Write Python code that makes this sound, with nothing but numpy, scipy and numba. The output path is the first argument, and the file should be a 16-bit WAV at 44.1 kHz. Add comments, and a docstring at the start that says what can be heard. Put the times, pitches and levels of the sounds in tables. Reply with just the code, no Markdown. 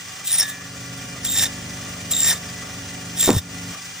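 """Butcher's bandsaw in a small hard-walled shop.

Close by, the motor hums on multiples of its shaft rate and the band hisses through its guides.
Four times a joint of meat is pushed through: the teeth rasp and whine on the bone, and the first three
cuts leave the blade ringing. During the last comes a quick run of low thuds, and a limiter ducks."""
import sys
import numpy as np
from scipy import signal
from scipy.fft import rfft, irfft
from scipy.io import wavfile
from numba import njit

SR = 44100
rng = np.random.default_rng(int(sys.argv[2]) if len(sys.argv) > 2 else 0)


def dump_mix(stems):
    """Bounce the given channels to the path in sys.argv[1] as a 16-bit WAV at rate SR."""
    frames = np.atleast_2d(stems).T  # one column per channel
    limited = np.clip(frames, -1, 1)  # hard clip at full scale
    pcm = np.round(limited * 32767).astype(np.int16)
    wavfile.write(sys.argv[1], SR, pcm)


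N = 176400
T = np.arange(N) / SR
BIN_HZ = np.arange(N // 2 + 1) * SR / N
SHAFT_HZ = 24.9


def undb(db):
    """Decibels to gain."""
    return 10 ** (np.asarray(db) / 20)


def unit(x):
    """Scale to an rms of 1."""
    return x / np.sqrt(np.mean(x ** 2) + 1e-20)


def noise():
    """White noise."""
    return rng.standard_normal(N)


def shape(x, points):
    """Filter by a curve of (Hz, dB) points."""
    hz, db = np.array(points, float).T
    gain_db = np.interp(np.log(np.maximum(BIN_HZ, 1)), np.log(hz), db)
    return irfft(rfft(x) * undb(gain_db), N)


def resonate(x, peaks):
    """Filter by resonances given as (Hz, width Hz, dB)."""
    power = sum(undb(db) ** 2 / (1 + (2 * (BIN_HZ - hz) / width) ** 2) ** 2 for hz, width, db in peaks)
    return irfft(rfft(x) * np.sqrt(power), N)


def drift(hz):
    """Smooth random motion of rms 1 and bandwidth hz."""
    return unit(irfft(rfft(noise()) * np.exp(-(BIN_HZ / hz) ** 2) * (BIN_HZ > 0), N))


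def gate(start, end, edge):
    """Window with sloping edges."""
    return np.clip(np.minimum(T - start, end - T) / edge + .5, 0, 1)


def curve(rows, column=1):
    """Gain from a column of dB over time."""
    rows = np.array(rows, float)
    return undb(np.interp(T, rows[:, 0], rows[:, column]))


def fade(start, decay_s):
    """Exponential decay after a blow."""
    return (T >= start) * np.exp(-np.maximum(T - start, 0) / decay_s)


def tooth_tone(tooth_hz, multiple, rough_db, wobble=0):
    """Rough tone on a multiple of the tooth rate."""
    cycles = multiple * np.cumsum(tooth_hz * (1 + wobble * drift(200))) / SR
    roughness = undb(rough_db * drift(141) + 2.75 * drift(930))
    return unit(roughness * np.sin(2 * np.pi * (cycles + rng.random())))


# Spectra of the teeth's rasp, its top octave and the grind in bone. Each row: frequency in Hz, gain in dB.
RASP_EQ = [(1290, -45), (2200, -19), (3050, -9.5), (3620, -3.5), (4470, -14.5), (4990, -10), (5410, -9.5),
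           (6430, -9), (7190, -3), (8130, -7), (8700, -4), (8970, -6), (9600, -5.5), (12500, -29),
           (21100, -120)]
SIZZLE_EQ = [(6000,-53),(9500,-20),(13200,-11),(14000,-7),(14700,12),(15200,6),(16000,-7.5)]
GRIND_EQ = [(40,-4),(110,5),(300,-8.5),(750,2),(1000,-3),(1400,-1.5),(1800,9.5),(2400,1),(3200,-6),(4600,1),(6100,10),(7500,-8),(10000,-33)]


def tooth_noise(tooth_hz, decay_teeth=.42, scatter_db=2):
    """Each tooth tears off a burst of noise. Returns rasp and grind."""
    teeth = np.cumsum(tooth_hz) / SR
    strength = undb(scatter_db * noise()[teeth.astype(int)] + 1.83 * drift(90))
    bursts = strength * np.exp(-(teeth % 1) / decay_teeth)
    rasp = undb(8.5) * unit(shape(bursts * noise(), RASP_EQ))
    sizzle = undb(5.5) * unit(shape(bursts * noise(), SIZZLE_EQ))
    grind = undb(5.5) * unit(shape(bursts * noise(), GRIND_EQ))
    return rasp + sizzle, grind


# Each row: start in seconds, length in seconds, multiple of the tooth rate, level in dB.
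SQUEALS = [(0.314,0.045,5,-21.5),(.381,0.034,5,-21),(0.395,0.026,3,-20),(1.243,0.084,4,-27.5),(1.335,.11,4,-24.5),(1.39,0.03,3,-36),(2.112,0.15,4,-24),(2.212,0.13,4,-25),(2.279,0.025,5,-25),(3.19,0.078,4,-19.5),(3.301,0.026,4,-18)]


def blade_squeals(tooth_hz, edge_s=.0088):
    """The blade locks onto one multiple of the tooth rate and wavers."""
    return sum(undb(db) * gate(s, s + length, edge_s) * tooth_tone(tooth_hz, k, rough_db=4.5, wobble=.008)
               for s, length, k, db in SQUEALS)


# One table per cut. Each row: time in seconds, rasp in dB, whine in dB, bite into the bone in dB.
CUT_1 = [(0.24, -53, -57, -63), (0.272, -33.5, -44, -60), (0.314, -37, -29.5, -40.5),
         (0.344, -36, -41, -33), (0.368, -38.5, -36, -41.5), (0.39, -30, -30, -33), (0.43, -40, -32, -30),
         (0.45, -48, -37, -47), (0.488, -41.5, -58, -70), (0.514, -46, -30.5, -59), (0.55, -68, -67, -66)]
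CUT_2 = [(1.225, -83, -61, -51), (1.251, -32.5, -57, -37.5), (1.283, -42, -24, -43),
         (1.323, -36.5, -31, -69), (1.351, -38, -27, -34.5), (1.383, -30.5, -27, -35),
         (1.403, -36, -20, -31), (1.429, -28.5, -24, -28), (1.467, -45, -24, -36.5), (1.5, -73, -57, -66)]
CUT_3 = [(2.095, -76, -57, -55), (2.113, -30, -44, -49), (2.141, -40, -28.5, -56),
         (2.233, -32.5, -29, -32.5), (2.245, -35, -34, -29), (2.279, -29, -23.5, -28.5),
         (2.295, -28.5, -20, -29.5), (2.329, -39, -25, -30), (2.345, -43, -52, -43), (2.361, -47, -30, -60),
         (2.39, -57, -64, -55)]
CUT_4 = [(3.155, -58, -55, -64), (3.173, -41, -29.5, -35.5), (3.213, -27, -35, -49), (3.231, -32, -26, -27),
         (3.255, -34.5, -29, -36.5), (3.289, -35, -28, -32), (3.307, -37, -20, -36),
         (3.323, -32, -28.5, -34), (3.391, -31, -25, -31), (3.41, -57, -41, -68)]
# Each row: multiple of the tooth rate, level in dB relative to the cut's whine or bite.
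WHINE_TONES = [(2,-0.5),(4,-6)]
BITE_TONES = [(1,-2),(3,1.5),(5,-2)]
TOOTH_HZ, SAG_HZ_PER_S, CUT_EDGE_S = 1851, 115, .01


def cutting():
    """The teeth rasp, whine and bite into the bone; the band slows during each cut."""
    cuts = [(cut, gate(cut[0][0], cut[-1][0], CUT_EDGE_S)) for cut in (CUT_1, CUT_2, CUT_3, CUT_4)]
    rasp_gain, whine_gain, bite_gain = (sum(curve(cut, k) * on for cut, on in cuts) for k in (1, 2, 3))
    in_cut_s = sum((T - cut[0][0]) * on for cut, on in cuts)
    jitter = 1 + .008 * drift(250) + .003 * drift(50)
    tooth_hz = (TOOTH_HZ - SAG_HZ_PER_S * in_cut_s) * jitter
    rasp, grind = tooth_noise(tooth_hz)
    squeals = blade_squeals(tooth_hz)
    whine = sum(undb(db) * tooth_tone(tooth_hz, k, rough_db=5) for k, db in WHINE_TONES)
    bite = grind + sum(undb(db) * tooth_tone(tooth_hz, k, rough_db=3) for k, db in BITE_TONES)
    return rasp_gain * rasp + whine_gain * whine + bite_gain * bite + squeals


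# Each row: start in seconds, length in seconds, first pitch in Hz, last pitch in Hz, level in dB.
CHIRPS = [(0.277,0.036,4150,3760,-32),(1.263,0.013,3620,3170,-25),(2.133,0.0065,3950,3760,-16.5),(2.148,0.024,3770,3620,-33),(3.17,0.0074,3590,3260,-31),(3.203,0.016,3610,3190,-22)]


def tooth_chirps(jitter=.019, edge_s=.005):
    """Rough falling squeaks as the teeth first catch the bone."""
    out = 0
    for s, length, first_hz, last_hz, db in CHIRPS:
        hz = np.interp(T, [s, s + length], [first_hz, last_hz]) * (1 + jitter * drift(505))
        envelope = undb(db + 4.7 * drift(270)) * gate(s, s + length, edge_s)
        out += envelope * np.sin(2 * np.pi * np.cumsum(hz) / SR)
    return out


# Each row: start in seconds, level in dB, first pitch in Hz, relative level of grit and knock in dB.
THUDS = [(3.277,-4,780,-4),(3.291,-9,574,10),(3.305,1.5,430,-1.5),(3.318,-4.5,325,-11.5),(3.333,-2.5,286,-6),(3.349,0.5,146,-20),(3.366,6,136,-19)]
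# Each row: frequency in Hz, gain in dB.
GRIT_EQ = [(25,-14),(80,3),(300,5.5),(600,-4.5),(1100,-3),(1600,-12.5),(2400,-22),(6000,-62)]
THUD_END_HZ, THUD_FALL_S, THUD_DECAY_S, KNOCK_HZ = 79, .00677, .012, 480


def low_thuds():
    """A quick run of low, sputtering thuds that fall in pitch, each with a hollow knock."""
    grit = unit(shape(noise(), GRIT_EQ))
    out = 0
    for s, db, first_hz, crunch_db in THUDS:
        envelope = fade(s, THUD_DECAY_S)
        hz = THUD_END_HZ * (T >= s) + (first_hz - THUD_END_HZ) * fade(s, THUD_FALL_S)
        thump = envelope * np.sin(2 * np.pi * np.cumsum(hz) / SR)
        knock = undb(-1.5) * fade(s, decay_s=.0044) * np.sin(2 * np.pi * KNOCK_HZ * (T - s))
        crunch = undb(crunch_db) * (envelope * grit - knock)
        out += undb(db) * (crunch - thump)
    return shape(out, [(20, -7), (65, -3.5), (1500, -7.5), (5000, 4.5)])


# Each row: start in seconds, level in dB.
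TICKS = [(0.977,-24),(2.116,-7.5),(3.175,-16),(3.845,-25)]


def bone_ticks():
    """Sharp ticks of bone on steel."""
    crack_eq = [(500, -27), (3000, 4), (6000, -8), (8500, 1.5), (12000, 35), (15000, -36)]
    return unit(shape(noise(), crack_eq)) * sum(undb(db) * fade(s, decay_s=.011) for s, db in TICKS)


# The bone lets go of the blade. Each row: time in seconds, level in dB.
RELEASES = [(.42,-30.5),(1.442,-40),(2.32,-41)]
# Blade mode frequencies in Hz.
MODE_HZ = [1717, 1814, 1863, 2013]
# One row per mode. Each row: level in dB, T60 in seconds.
MODE_RING = [(3,0.88),(-5,0.43),(-2,0.83),(-15,0.15)]


def blade_ring():
    """The freed blade rings on in its modes."""
    return sum(undb(db + mode_db) * fade(s, t60 / np.log(1000)) * np.sin(2 * np.pi * hz * (T - s))
               for s, db in RELEASES for hz, (mode_db, t60) in zip(MODE_HZ, MODE_RING))


# Spectra of the band's hiss, its top octave and its rattle. 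Each row: frequency in Hz, gain in dB.
HISS_EQ = [(190, -17), (330, -12), (489, -11.5), (555, -7), (676, -27), (746, 1.5), (846, -10), (1120, -8),
           (1290, -6.5), (2000, 1.5), (2170, -7), (2330, -5.5), (3860, -8), (6060, -5.5), (9500, -10.5),
           (12400, -88), (20900, -120)]
AIR_EQ = [(6000,-40),(9500,-13),(13000,-30),(14500,-3.5),(16000,1.5)]
RATTLE_EQ = [(250,-16),(400,-1.5),(730,16.5),(850,-15),(1150,15.5),(1500,-1),(2400,4),(4000,-36),(8000,-41)]
# Resonances of guides and saw table. Each row: centre in Hz, width in Hz, gain in dB.
GUIDE_MODES = [(1149, 28, 4.5), (1378, 13, -3), (1981, 17, 11), (2383, 62, 4), (2864, 22, 5),
               (3228, 81, -1.5), (3525, 93, -1.5), (4196, 23, 1.5), (4770, 48, 4), (5317, 200, 1),
               (5930, 200, -7.5), (6120, 850, -1.5), (7080, 35, 5.5), (7670, 67, -0.5)]
# Each row: time in seconds, level in dB.
BAND_LEVEL = [(0,-37.5),(.1,-37.5),(.7,-39),(1.0,-38),(2.0,-36),(3.1,-37.5),(3.6,-36.5),(4,-37.5)]


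def running_band(turns):
    """The band rubs through its guides; a rattle repeats with each shaft turn."""
    rub = undb(drift(40) + .73 * np.sin(2 * np.pi * turns))
    one_turn = noise()[:int(SR / SHAFT_HZ)]
    looped = np.interp(turns % 1, np.linspace(0, 1, len(one_turn)), one_turn)
    rattle = undb(-11.5) * unit(shape(looped * undb(6.9 * drift(21)), RATTLE_EQ))
    hiss = unit(shape(noise() * rub, HISS_EQ))
    guides = undb(-1.5) * unit(resonate(noise() * rub, GUIDE_MODES))
    air = undb(-2) * unit(shape(noise() * rub, AIR_EQ))
    return curve(BAND_LEVEL) * (hiss + guides + rattle + air)


# Each row: multiple of the shaft rate, relative level in dB.
HUM_TONES = [(1, -27), (2, -19.5), (3, -9.5), (4, -2.5), (5, -0.5), (6, -11), (7, 2.5), (8, -55.5),
             (9, -6.5), (10, -24.5), (11, -1.5), (12, -20), (13, -52), (14, -40), (15, -15), (16, -17),
             (17, -11), (18, -24), (19, -14), (20, -20), (21, -20), (22, -12), (23, -13.5), (24, -22),
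             (25, -11.5), (26, -36.5), (27, -53), (28, -29.5), (29, -10), (30, -17)]
DRIVE_WHINE = [(36,-14.5),(43,-18.5),(46,-22.5),(57,-9)]
# Each row: frequency in Hz, gain in dB.
RUMBLE_EQ = [(20,-55),(45,-5),(90,7),(140,6.5),(280,3),(400,-12),(900,-75)]
# Each row: time in seconds, level in dB.
MOTOR_LEVEL = [(0,-47),(.3,-46.5),(.64,-39.5),(.8,-36.5),(1.55,-34),(2.6,-35),(3.71,-34.5),(3.75,-46),(4,-46.5)]


def motor(turns, waver_db=1.5):
    """Wavering multiples of the shaft rate over the rumble of the cabinet."""
    hum = sum(undb(db + waver_db * drift(1)) * np.sin(2 * np.pi * (k * turns + rng.random()))
              for k, db in list(HUM_TONES) + list(DRIVE_WHINE))
    rumble = shape(noise(), RUMBLE_EQ)
    return curve(MOTOR_LEVEL) * (undb(-.5) * unit(hum) + undb(-6) * unit(rumble))


# Stereo width of the cuts and of the running saw. Each row: frequency in Hz, side over mid in dB.
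CUT_WIDTH = [(60,-41),(120,-24),(250,-20),(500,-13),(1100,-26),(2000,-28),(2600,1),(3700,-9.5),(4500,-1.5),(5500,-6),(7300,-3),(9200,7),(15000,9)]
MACHINE_WIDTH = [(60,-29),(200,-24.5),(380,-16.5),(700,-6.5),(1290,-6),(2000,-21.5),(2600,5),(3700,-4.5),(5500,-9),(8100,2),(15000,12)]


def shop_stereo(cuts, machine, reflected, t60_s=.065, diffuse_gain=.36):
    """Left and right hear the cuts out of step; the running saw arrives from all round."""
    walls = noise() * fade(0, t60_s / np.log(1000))
    diffuse = signal.fftconvolve(cuts, walls / np.sqrt(np.sum(walls ** 2)))[:N]
    quadrature = signal.hilbert(cuts).imag
    cut_side = np.sqrt(1 - diffuse_gain ** 2) * quadrature + diffuse_gain * diffuse
    side = shape(cut_side, CUT_WIDTH) + shape(reflected, MACHINE_WIDTH)
    mid = cuts + machine
    return np.array([mid + side, mid - side])


def scene():
    """Four cuts over the running saw."""
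    turns = np.cumsum(SHAFT_HZ * (1 + .00097 * drift(1.53))) / SR
    machine, reflected = (motor(turns) + running_band(turns) for _ in range(2))
    cuts = cutting() + tooth_chirps() + blade_ring() + low_thuds() + bone_ticks()
    return shop_stereo(cuts, machine, reflected)


@njit
def follow(x, attack, release):
    """Envelope that rises fast and falls slowly."""
    out, level = np.empty(len(x)), 0.
    for i in range(len(x)):
        level += (x[i] - level) * (attack if x[i] > level else release)
        out[i] = level
    return out


# Each row: frequency in Hz, gain in dB.
MICROPHONE_EQ = [(20,-1.5),(9500,-2.5),(10300,-16),(12000,-36),(13500,-3),(14300,2),(16000,-24)]
LIMIT_DB, ATTACK_S, RELEASE_S, LOWPASS_HZ = -11.5, .0032, .19, 16000


def record(dry):
    """Microphone colour, a limiter that ducks after the loudest peaks, and a steep low-pass."""
    x = np.array([shape(channel, MICROPHONE_EQ) for channel in dry])
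    envelope = follow(np.abs(x.mean(axis=0)), 1 / (ATTACK_S * SR), 1 / (RELEASE_S * SR))
    gain = np.minimum(1, undb(LIMIT_DB) / (envelope + 1e-9))
    lowpass = signal.ellip(10, .2, 80, LOWPASS_HZ, fs=SR, output="sos")
    return signal.sosfilt(lowpass, x * gain)


dry = scene()
out = record(dry)
dump_mix(out)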